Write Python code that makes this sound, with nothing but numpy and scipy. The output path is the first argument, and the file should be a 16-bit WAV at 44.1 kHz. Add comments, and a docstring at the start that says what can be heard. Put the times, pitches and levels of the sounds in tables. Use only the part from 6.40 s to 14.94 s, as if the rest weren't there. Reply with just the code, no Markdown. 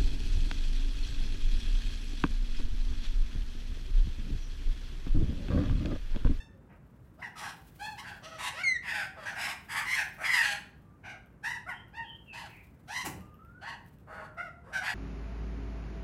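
"""Magpies squawk over a low outdoor rumble, squabbling for food in a paved, brick-walled courtyard.
Each squawk is an arch of pitch, nasal or rasping: a membrane pulses, and throat and beak resonate.
Far birds whistle, feet and feathers shuffle, beaks and claws tick on the stone, one bird squeals,
and late on, wings flap once nearby. The walls return the calls, ticks and flap as a brief echo."""
import sys
import numpy as np
from scipy import signal
from scipy.fft import rfft, irfft, next_fast_len
from scipy.io import wavfile
from scipy.ndimage import uniform_filter1d

SR = 44100
rng = np.random.default_rng(int(sys.argv[2]) if len(sys.argv) > 2 else 0)


def materialize(psi):
    """Save the field psi as 16-bit PCM at rate SR to the path in sys.argv[1].

    A 1-D psi becomes a single channel; in a 2-D psi each row is a channel.
    """
    bounded = np.clip(np.atleast_2d(psi).T, -1, 1)
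    quanta = np.round(bounded * 32767).astype(np.int16)
    wavfile.write(sys.argv[1], SR, quanta)


N = 376613
TIME = np.arange(N) / SR
CUTOFF_HZ = 15800


def from_db(db):
    """Decibels to amplitude ratio."""
    return 10 ** (np.asarray(db) / 20)


def unit_rms(x):
    """Normalisation to unit power."""
    return x / np.sqrt(np.mean(x ** 2) + 1e-20)


def in_time(rows, t):
    """Linear interpolation of each column at times t."""
    seconds, *columns = np.transpose(rows)
    return [np.interp(t, seconds, column) for column in columns]


def at_hz(points, hz):
    """Interpolation on a log-frequency axis."""
    frequencies, values = np.transpose(points)
    return np.interp(np.log(hz + 1e-9), np.log(frequencies), values)


def coloured(x, spectrum):
    """Zero-phase filtering by a spectral envelope, at unit rms."""
    size = next_fast_len(len(x))
    gain = from_db(at_hz(spectrum, np.fft.rfftfreq(size, 1 / SR)))
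    return unit_rms(irfft(rfft(x, size) * gain, size)[:len(x)])


def tuned(shape, hz):
    """Frequency scaling of a resonance shape."""
    return [(multiple * hz, db) for multiple, db in shape]


def band(x, hz, kind, order=4):
    """Butterworth filtering."""
    return signal.sosfilt(signal.butter(order, hz, kind, fs=SR, output="sos"), x)


def wander(count, rate):
    """Random modulation of unit rms, with `rate` new values a second."""
    steps = np.arange(count) * rate / SR + rng.random()
    knots = int(steps[-1]) + 2
    return unit_rms(np.interp(steps, np.arange(knots), rng.standard_normal(N // 4)[:knots]))


def window(start, end, fade_s):
    """The times of a sound and its raised-cosine gate."""
    t = TIME[(TIME > start - fade_s / 2) & (TIME < end + fade_s / 2)]
    ramp = np.clip(np.minimum(t - start, end - t) / fade_s + .5, 0, 1)
    return t, np.sin(np.pi / 2 * ramp) ** 2


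def add(out, t, sound):
    """Superposition of a sound at its times."""
    first = round(t[0] * SR)
    out[first:first + len(sound)] += sound


def arch(count, first, middle, last):
    """A parabolic glide through three pitches."""
    return np.polyval(np.polyfit([0, .5, 1], [first, middle, last], 2), np.linspace(0, 1, count))


def syrinx(pitch, rough, rasp_hz=135, swing=0.15, jitter=0.054, throb=0.16, waver=0.01245):
    """Modulation: flutter swings the membrane's phase and strength, and chaos scatters its cycles."""
    count = len(pitch)
    flutter = np.sin(2 * np.pi * np.cumsum(rasp_hz * (1 + .13 * wander(count, 70))) / SR)
    unsteady = waver * np.sqrt(abs(rough)) * wander(count, 91.5)
    breaking = abs(rough) ** 1.45 * (swing * flutter + jitter * wander(count, 900))
    phase = 2 * np.pi * np.cumsum(pitch * (1 + unsteady + breaking)) / SR
    strength = np.exp(rough * throb * (flutter + .5 * wander(count, 300.3)))
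    return phase, strength


# The throat's main resonance. Each row: multiple of its frequency, gain in dB.
THROAT_FORMANT = [(.62,-11.5), (.8,2), (1,-7), (1.13,-4), (1.35,-10), (1.7,-32.5)]
def throat(x, hz, pitch, follows=.5, shift_ratio=1.132):
    """Formant tracking: the pitch blends a raised and a lowered resonance."""
    blend = np.clip(.5 + .5 * follows * np.log(pitch / pitch.mean()) / np.log(shift_ratio), 0, 1)
    raised = coloured(x, tuned(THROAT_FORMANT, hz * shift_ratio))
    lowered = coloured(x, tuned(THROAT_FORMANT, hz / shift_ratio))
    return blend * raised + (1 - blend) * lowered


# Peaks and dips of the open beak. Each row: multiple of its resonance, gain in dB.
BEAK_FORMANTS = [(.72,7), (0.869,0.5), (1,8.5), (1.19,-4.5), (1.471,-2), (1.77,-1), (2.1,1), (2.499,4.5)]
# The overall fall of the overtones. Each row: frequency in Hz, gain in dB.
OVERTONE_SLOPE = [(2700,5.5), (3200,-0.5), (3750,-3), (5000,-1.5), (8000,-3), (11000,-10), (15500,-29.5)]
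def beak(x, hz, bright_db):
    """Cavity resonance colours the overtones; a treble shelf sets their brightness."""
    resonant = coloured(x, tuned(BEAK_FORMANTS, hz))
    sloped = coloured(resonant, OVERTONE_SLOPE)
    return coloured(sloped, [(5000, 0.0051), (9000, bright_db)])


def paving_bounce(x):
    """Comb filtering: a reflection off the paving, its delay set by where the bird stands."""
    lag = int(rng.uniform(.0005, .0016) * SR)
    return x + .35 * np.pad(x, (lag, 0))[:len(x)]


def effort(t, start, end, crest, fade_db, swell_db=12.5):
    """The envelope of one push of air, in dB relative to its crest."""
    along = (t - start) / (end - start)
    crest = np.clip(crest, .02, .98)
    rise = np.clip(1 - along / crest, 0, 1)
    fall = np.clip((along - crest) / (1 - crest), 0, 1)
    return -swell_db * rise ** 2.76 - fade_db * fall ** 1.12


def voiced(x, level_db, waver_db=2.56):
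    """Amplitude modulation: one band is evened out, then wavers about the given level."""
    running_rms = np.sqrt(np.abs(uniform_filter1d(x * x, int(.028 * SR))) + 1e-12)
    return x / running_rms * from_db(level_db + waver_db * wander(len(x), 55.2))


# The band around the fundamental. Each row: multiple of the mean pitch, gain in dB.
LOW_BAND = [(.55,-6.5), (.78,9), (1.05,0.5), (1.35,8), (2,4.5)]
def squawk(start, end, first, middle, last, rough, rasp_hz, throat_hz, beak_hz, bright_db,
           level_db, crest, fade_db, low_db, high_db, low_hz=1280, high_hz=2850):
    """Source and filter: membrane pulses and air gated by each cycle sound through throat and beak."""
    t, gate = window(start, end, fade_s=.022)
    age = t - t[0]
    pitch = arch(len(t), first, middle, last)
    rough = rough * (1 + 1.3 * (1 - rough) * np.exp(-age / .04))   # the voice cracks, then settles
    phase, strength = syrinx(pitch, rough, rasp_hz)
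    pulses = unit_rms(sum(np.cos(k * phase) for k in range(1, int(CUTOFF_HZ / pitch.mean()) + 2)))
    air = .45 * rough ** 2 * rng.standard_normal(N // 8)[:len(t)] * (1 + np.cos(phase))
    voice = strength * (pulses + air)
    low = coloured(band(voice, low_hz, "low", order=6), tuned(LOW_BAND, pitch.mean()))
    mid = throat(band(voice, [low_hz, high_hz], "band"), throat_hz, pitch)
    high = paving_bounce(beak(band(voice, high_hz, "high", order=6), beak_hz, bright_db))
    push_db = effort(t, start, end, crest, fade_db)
    shut_db = 7 * np.exp(-age / 0.0086)   # overtones are held back until the beak opens
    mid = voiced(mid, push_db)
    low = voiced(low, low_db + 0.49 * push_db)
    high = voiced(high, high_db + push_db - shut_db)
    return t, gate * from_db(level_db) * (mid + low + high)


# The squawks. Each row: start and end in seconds; first, middle and last pitch in Hz; roughness
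# (0 is clear); rasp rate, throat resonance and beak resonance in Hz; brightness and relative crest
# level in dB; place of the crest from 0 to 1; fade after it in dB; low and high band in dB
# relative to the throat band.
MAGPIE_CALLS = [(0, 0.078, 874, 899, 864, 0.1, 72, 1750, 3570, -14, -48, 0, 34, -13, -1),
                (0.29, 0.368, 690, 714, 555, 1, 171.4, 2090, 5300, -21, -64.5, 0.57, 9, 4, -20),
                (0.78, 0.821, 586, 703, 940, 0.54, 133, 1377, 4970, -3, -68, 0.6, 5, 13.5, 2),
                (.816, 0.888, 1025, 928, 634, 0.36, 102.4, 1720, 5500, 0, -39, 0.2, 12.5, -5.5, -15.5),
                (0.956, 1.138, 1166, 985.6, 779, 0.99, 90.8, 1410, 5480, 3.5, -42.5, 0.63, 22, -3, -1),
                (1.394, 1.565, 735, 872, 759, .27, 74.3, 1740, 4380, -4.5, -45, 0.41, 23, 2, 1),
                (1.576, 1.627, 853, 1039, 930, 0.44, 79.6, 2110, 5370, 0.5, -45.5, 0.26, 30, 2.5, 5),
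                (1.619, 1.786, 952, 831, 758, 0.74, 125.9, 1530, 4600, -3.5, -46.5, 0.5, 13.5, -5, -8),
                (1.82, 1.987, 569, 657, 567, 0.47, 145.7, 1660, 5700, -4, -53.5, .18, 4.5, 4.5, 0),
                (1.984, 2.117, 1000, 1000, 958, 0.71, 120.1, 1690, 3900, -4, -37.5, 0.76, 46, -1.5, -1.5),
                (2.131, 2.229, 456, 660, 789, 0.3, 68, 1960, 5100, -4.5, -40, 1, 13, -7, -7),
                (2.427, 2.664, 1078, 856.6, 738, 0.74, 161.3, 2030, 4880, -1, -33, 0.78, 6.5, -12, -10),
                (2.758, 2.848, 803, 615.4, 615, .7, 162, 1590, 4750, -3, -53, 0.4, -7.5, 2.5, -5.5),
                (2.85, 2.951, 865, 845, 688, 0.7, 93.5, 1780, 5800, 1.5, -37.5, 0.24, 14, -6, -9.5),
                (2.957, 3.148, 792, 933.4, 1061, 1.18, 71.7, 2220, 5130, 3.5, -34, 0.77, 25, -8, -5),
                (3.29, 3.451, 963, 1013, 1092, 0.9, 74.15, 1710, 4860, 6, -29.5, 0.7, 19, -13.5, -9),
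                (3.448, 3.559, 1023, 1026, 1046, 0.51, 151.3, 2120, 5650, 4.5, -28, 0.96, 7, -15.5, -9.5),
                (3.551, 3.663, 920.5, 838.6, 671, 0.54, 107.7, 2000, 5740, 5, -26.5, 0.35, 22, -15.5, -11),
                (3.781, 3.854, 659, 730, 945, 0.77, 72.6, 1880, 5760, 14, -40, 1, 1, -6, -12),
                (3.834, 4.024, 1079, 1011, 876, .54, 149.2, 1900, 4930, 0.5, -26, 0.22, -1, -15.5, -10),
                (4.028, 4.167, 893, 820, 857, 0.68, 211.7, 2010, 4150, -5.5, -26.5, 0, 15, -13, -5),
                (4.637, 4.765, 747, 773, 659, .52, 76.9, 2180, 5850, -1.5, -41, 0.36, 15, -6, -16.5),
                (5.033, 5.18, 790, 960, 834, 0.37, 73, 1640, 5550, 2.5, -31.5, 0.2, 9, -13.5, -12.5),
                (5.262, 5.3, 604, 707, 744, 0.29, 74, 1430, 5260, 12, -38, 0.63, 2, -7, -22.5),
                (5.286, 5.34, 1163, 953, 684, 0.23, 221, 1900, 5190, 7, -33.5, 0.21, 21, -7, -19),
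                (5.534, 5.658, 770, 928.6, 763, .25, 77.2, 2140, 4780, -10.5, -42.5, 0.51, 16, -3.5, -14.5),
                (5.929, 6.074, 780.6, 931, 581, 0.56, 103.1, 1640, 4500, -6, -46, 0.36, 8.5, -3.5, 0.5),
                (6.482, 6.628, 637, 986, 926, 0.44, 92.9, 1900, 5800, 1.5, -36.5, 0.8, 6, -6.5, -3.5),
                (7.213, 7.354, 609, 937, 759, 0.61, 149, 1530, 4360, -10.5, -42, 0.62, 11, -3.5, -5.5),
                (7.671, 7.871, 606, 630, 600, 1.15, 172.7, 1400, 4470, 0, -49, 0.47, 5.5, 2, -15.5),
                (7.971, 8.089, 647, 706.4, 596, 0.29, 77, 1610, 5250, 0, -36.5, 0.29, 15.5, -6.5, -19.5),
                (8.237, 8.326, 499, 526, 836, 0.64, 80.4, 1480, 5000, 5, -64, 1, -2, 13.5, -9),
                (8.326, 8.429, 765, 768.6, 694, 0.43, 120.2, 1660, 5670, 1.5, -33.5, 0.39, 9, -8.5, -10),
                (8.421, 8.529, 886, 915, 794, 0.84, 71.8, 1850, 4670, -4, -35, 0.76, 11, -6, -6.5)]
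def flock():
    """Superposition of the feeding birds' squawks."""
    out = np.zeros(N)
    for call in MAGPIE_CALLS:
        add(out, *squawk(*call))
    return out


# The outdoor background. Each row: frequency in Hz, relative spectral density in dB.
RUMBLE_SPECTRUM = [(22,-37), (32,-27), (46,1.5), (160,-1.5), (380,-14), (700,-22.5), (1500,-26),
                   (3300,-44.5), (4700,-49), (9000,-49), (15600,-56)]
def rumble(level_db=-55):
    """Stationary noise with most of its power in the bass."""
    return from_db(level_db) * coloured(rng.standard_normal(N), RUMBLE_SPECTRUM)


# Distant whistles and chirps. Each row: start and end in seconds; first, middle and last pitch
# in Hz; level in dB; roughness from 0 to 1.
WHISTLES = [(0.117,0.215,610,532,480,-70,0.4), (4.44,4.58,1170,1180,1234,-71.5,0.12),
            (5.331,5.424,3140,3128,3180,-59.5,0.3), (5.658,5.761,3355,3107,3250,-50.5,0.29),
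            (5.745,5.86,3270,3220,3110,-72,0.06), (5.886,5.96,2920,2594,2510,-50,0.3),
            (6.086,6.23,2426,2315,2157,-59.5,0.77), (6.797,7.018,1240,1209,1284,-62,0.22),
            (6.999,7.22,1260,1405,1594,-60.5,0), (7.811,7.988,1400,1379,1330,-62,0.2)]
def far_birds():
    """Attenuation with distance: only the fundamental of each call carries."""
    out = np.zeros(N)
    for start, end, first, middle, last, level_db, rough in WHISTLES:
        t, gate = window(start, end, fade_s=0.077)
        phase, strength = syrinx(arch(len(t), first, middle, last), rough)
        add(out, t, gate * from_db(level_db) * unit_rms(strength * np.sin(phase)))
    return out


# Flurries as birds land and jostle. Each row: time of the peak in seconds, level in dB.
JOSTLES = [(1.45, -64), (3.65, -60.5), (6.2, -70.5), (7.5, -78.5)]
# Feet and feathers. Each row: frequency in Hz, relative spectral density in dB.
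SHUFFLE_SPECTRUM = [(800,-16), (2500,-8), (6000,-16.5), (10000,-14), (15500,-10.5)]
def shuffle(patchy_db=3.5, rise_db_per_s=19.5, fall_db_per_s=27.5):
    """Uneven friction noise of feet and feathers grows and decays exponentially with each flurry."""
    patchy = rng.standard_normal(N) * from_db(patchy_db * wander(N, 78))
    bustle = sum(from_db(db - np.maximum(rise_db_per_s * (peak - TIME), fall_db_per_s * (TIME - peak)))
                 for peak, db in JOSTLES)
    return bustle * coloured(patchy, SHUFFLE_SPECTRUM)


# Beaks and claws striking stone. Each row: start in seconds, relative peak level in dB.
STRIKES = [(1.904,-53), (3.749,-51), (4.333,-71), (4.86,-55.5), (5.287,-57), (5.483,-53), (5.886,-66),
           (6.21,-55), (6.808,-46), (6.943,-51), (7.049,-52.5), (7.463,-49), (7.586,-52), (7.947,-59)]
# The hard beak's modes. Each row: frequency in Hz, level in dB, time to decay 60 dB in seconds.
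BEAK_MODES = [(2900,-10,0.0054), (5370,-20.5,0.0027), (7500,-35.5,0.0021), (9500,-13.5,0.00075),
              (13000,-6.5,.002)]
def pecks(gain_db=-2, contact_s=0.00089, faint_count=40, faint_db=-66, spread_db=4):
    """Impact excitation: gritty contacts ring the beak's modes; fainter ones fall at random."""
    out = np.zeros(N)
    faint_starts = rng.uniform(0, TIME[-1] - .05, faint_count)
    faint_levels = rng.normal(faint_db, spread_db, faint_count)
    age = TIME[:SR // 25]
    ring = sum(from_db(db - 60 * age / t60) * np.sin(2 * np.pi * hz * age) for hz, db, t60 in BEAK_MODES)
    for start, peak_db in [*STRIKES, *zip(faint_starts, faint_levels)]:
        grit = rng.standard_normal(len(age)) * np.exp(-age / contact_s)
        tick = signal.fftconvolve(grit, ring)[:len(age)]
        add(out, start + age, from_db(peak_db + gain_db) * tick / np.abs(tick).max())
    return out


# A thin falling squeal. 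Each row: time in seconds, pitch in Hz, level in dB.
SQUEAL_GLIDE = [(2.236,2260,-28), (2.247,2190,-29), (2.281,2113,-24.5), (2.322,2010,-28.5),
                (2.333,2007,-36.5), (2.367,1883,-31), (2.385,1750,-60)]
# Its harmonics. Each row: multiple of the pitch, relative level in dB.
SQUEAL_HARMONICS = [(1,5), (2,-10), (3,-16), (4,-23), (5,-35), (6,-44)]
def squeal(rough=0.13, mellowing=0.43):
    """Nearly sinusoidal vibration: the note slides down and loses its overtones as it fades."""
    out = np.zeros(N)
    t, gate = window(SQUEAL_GLIDE[0][0], SQUEAL_GLIDE[-1][0], fade_s=.012)
    pitch, level_db = in_time(SQUEAL_GLIDE, t)
    phase, strength = syrinx(pitch, rough)
    fading_db = mellowing * (level_db - level_db.max())
    note = sum(from_db(db + fading_db * (k > 1)) * np.sin(k * phase) for k, db in SQUEAL_HARMONICS)
    add(out, t, gate * from_db(level_db) * unit_rms(strength * note))
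    return out


# One wing stroke. Each row: time in seconds, relative levels of swish and pushed air in dB.
WING_STROKE = [(6.64, -56, -44), (6.661, -35, -53), (6.683, -45.5, -48), (6.812, -82, -45),
               (6.834, -88, -71), (6.86, -69, -53)]
# Its swish and its pushed air. Each row: frequency in Hz, relative spectral density in dB.
SWISH_SPECTRUM = [(180, -22.5), (300, 2.5), (500, -18.5), (769, -8), (1390, -15.5), (2880, -15.5),
                  (3280, -27.5), (7880, -20.5), (15500, -25.5)]
PUFF_SPECTRUM = [(18, -32), (30, -1), (113, 6), (279, -6), (313, -20), (485, -13), (600, -14), (780, -30),
                 (1320, -120)]
def wings(swish_gain_db=-1, air_gain_db=-2):
    """Aerodynamic noise: feathers swish, and the air that they push makes a soft rumble."""
    out = np.zeros(N)
    t, gate = window(WING_STROKE[0][0], WING_STROKE[-1][0], fade_s=0.0031)
    swish_db, air_db = in_time(WING_STROKE, t)
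    swish = coloured(rng.standard_normal(N)[:len(t)], SWISH_SPECTRUM)
    swish *= from_db(swish_db + swish_gain_db + 2 * wander(len(t), 188))
    puff = coloured(rng.standard_normal(N)[:len(t)], PUFF_SPECTRUM) * from_db(air_db + air_gain_db)
    add(out, t, gate * (swish + puff))
    return out


# Slaps off the brick walls. Each row: delay in seconds, gain in dB.
EARLY_REFLECTIONS = [(0.0109,-7.5), (.027,-18.5), (0.047,-19)]
# The yard's reverberation. Each row: frequency in Hz, time to decay 60 dB in seconds.
DECAY_TIMES = [(300,0.61), (1000,0.45), (2000,0.45), (5000,0.35), (14000,0.31)]
def courtyard(x, tail_db=-5.0, build_s=0.0021):
    """Reverberation: a few wall reflections and a diffuse tail whose treble dies first."""
    age = TIME[:SR * 3 // 4]
    octave_edges = np.geomspace(125, 16000, 8)
    tail = 0
    for low, high in zip(octave_edges, octave_edges[1:]):
        noise = band(rng.standard_normal(len(age)), [low, high], "band", order=2)
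        tail += noise * from_db(-60 * age / at_hz(DECAY_TIMES, np.sqrt(low * high)))
    tail *= 1 - np.exp(-age / build_s)
    response = from_db(tail_db) * tail / np.sqrt(np.sum(tail ** 2))
    for delay, db in EARLY_REFLECTIONS:
        response[round(delay * SR)] += from_db(db)
    return signal.fftconvolve(x, response)[:N]


def scene():
    """Direct and reflected sound of birds near and far add to the background."""
    near = from_db(-3.48) * flock() + pecks() + wings()
    note, far = squeal(), far_birds()
    reflected = courtyard(near + from_db(-6) * note + far)
    return (near + note + far + reflected + rumble() + shuffle())[None]


def record(dry):
    """Band limiting: the microphone sheds the deepest bass, and the top is cut steeply."""
    sound = band(dry, 33, "high", order=3)
    return signal.sosfilt(signal.ellip(12, .1, 80, CUTOFF_HZ, fs=SR, output="sos"), sound)


dry = scene()
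out = record(dry)
materialize(out)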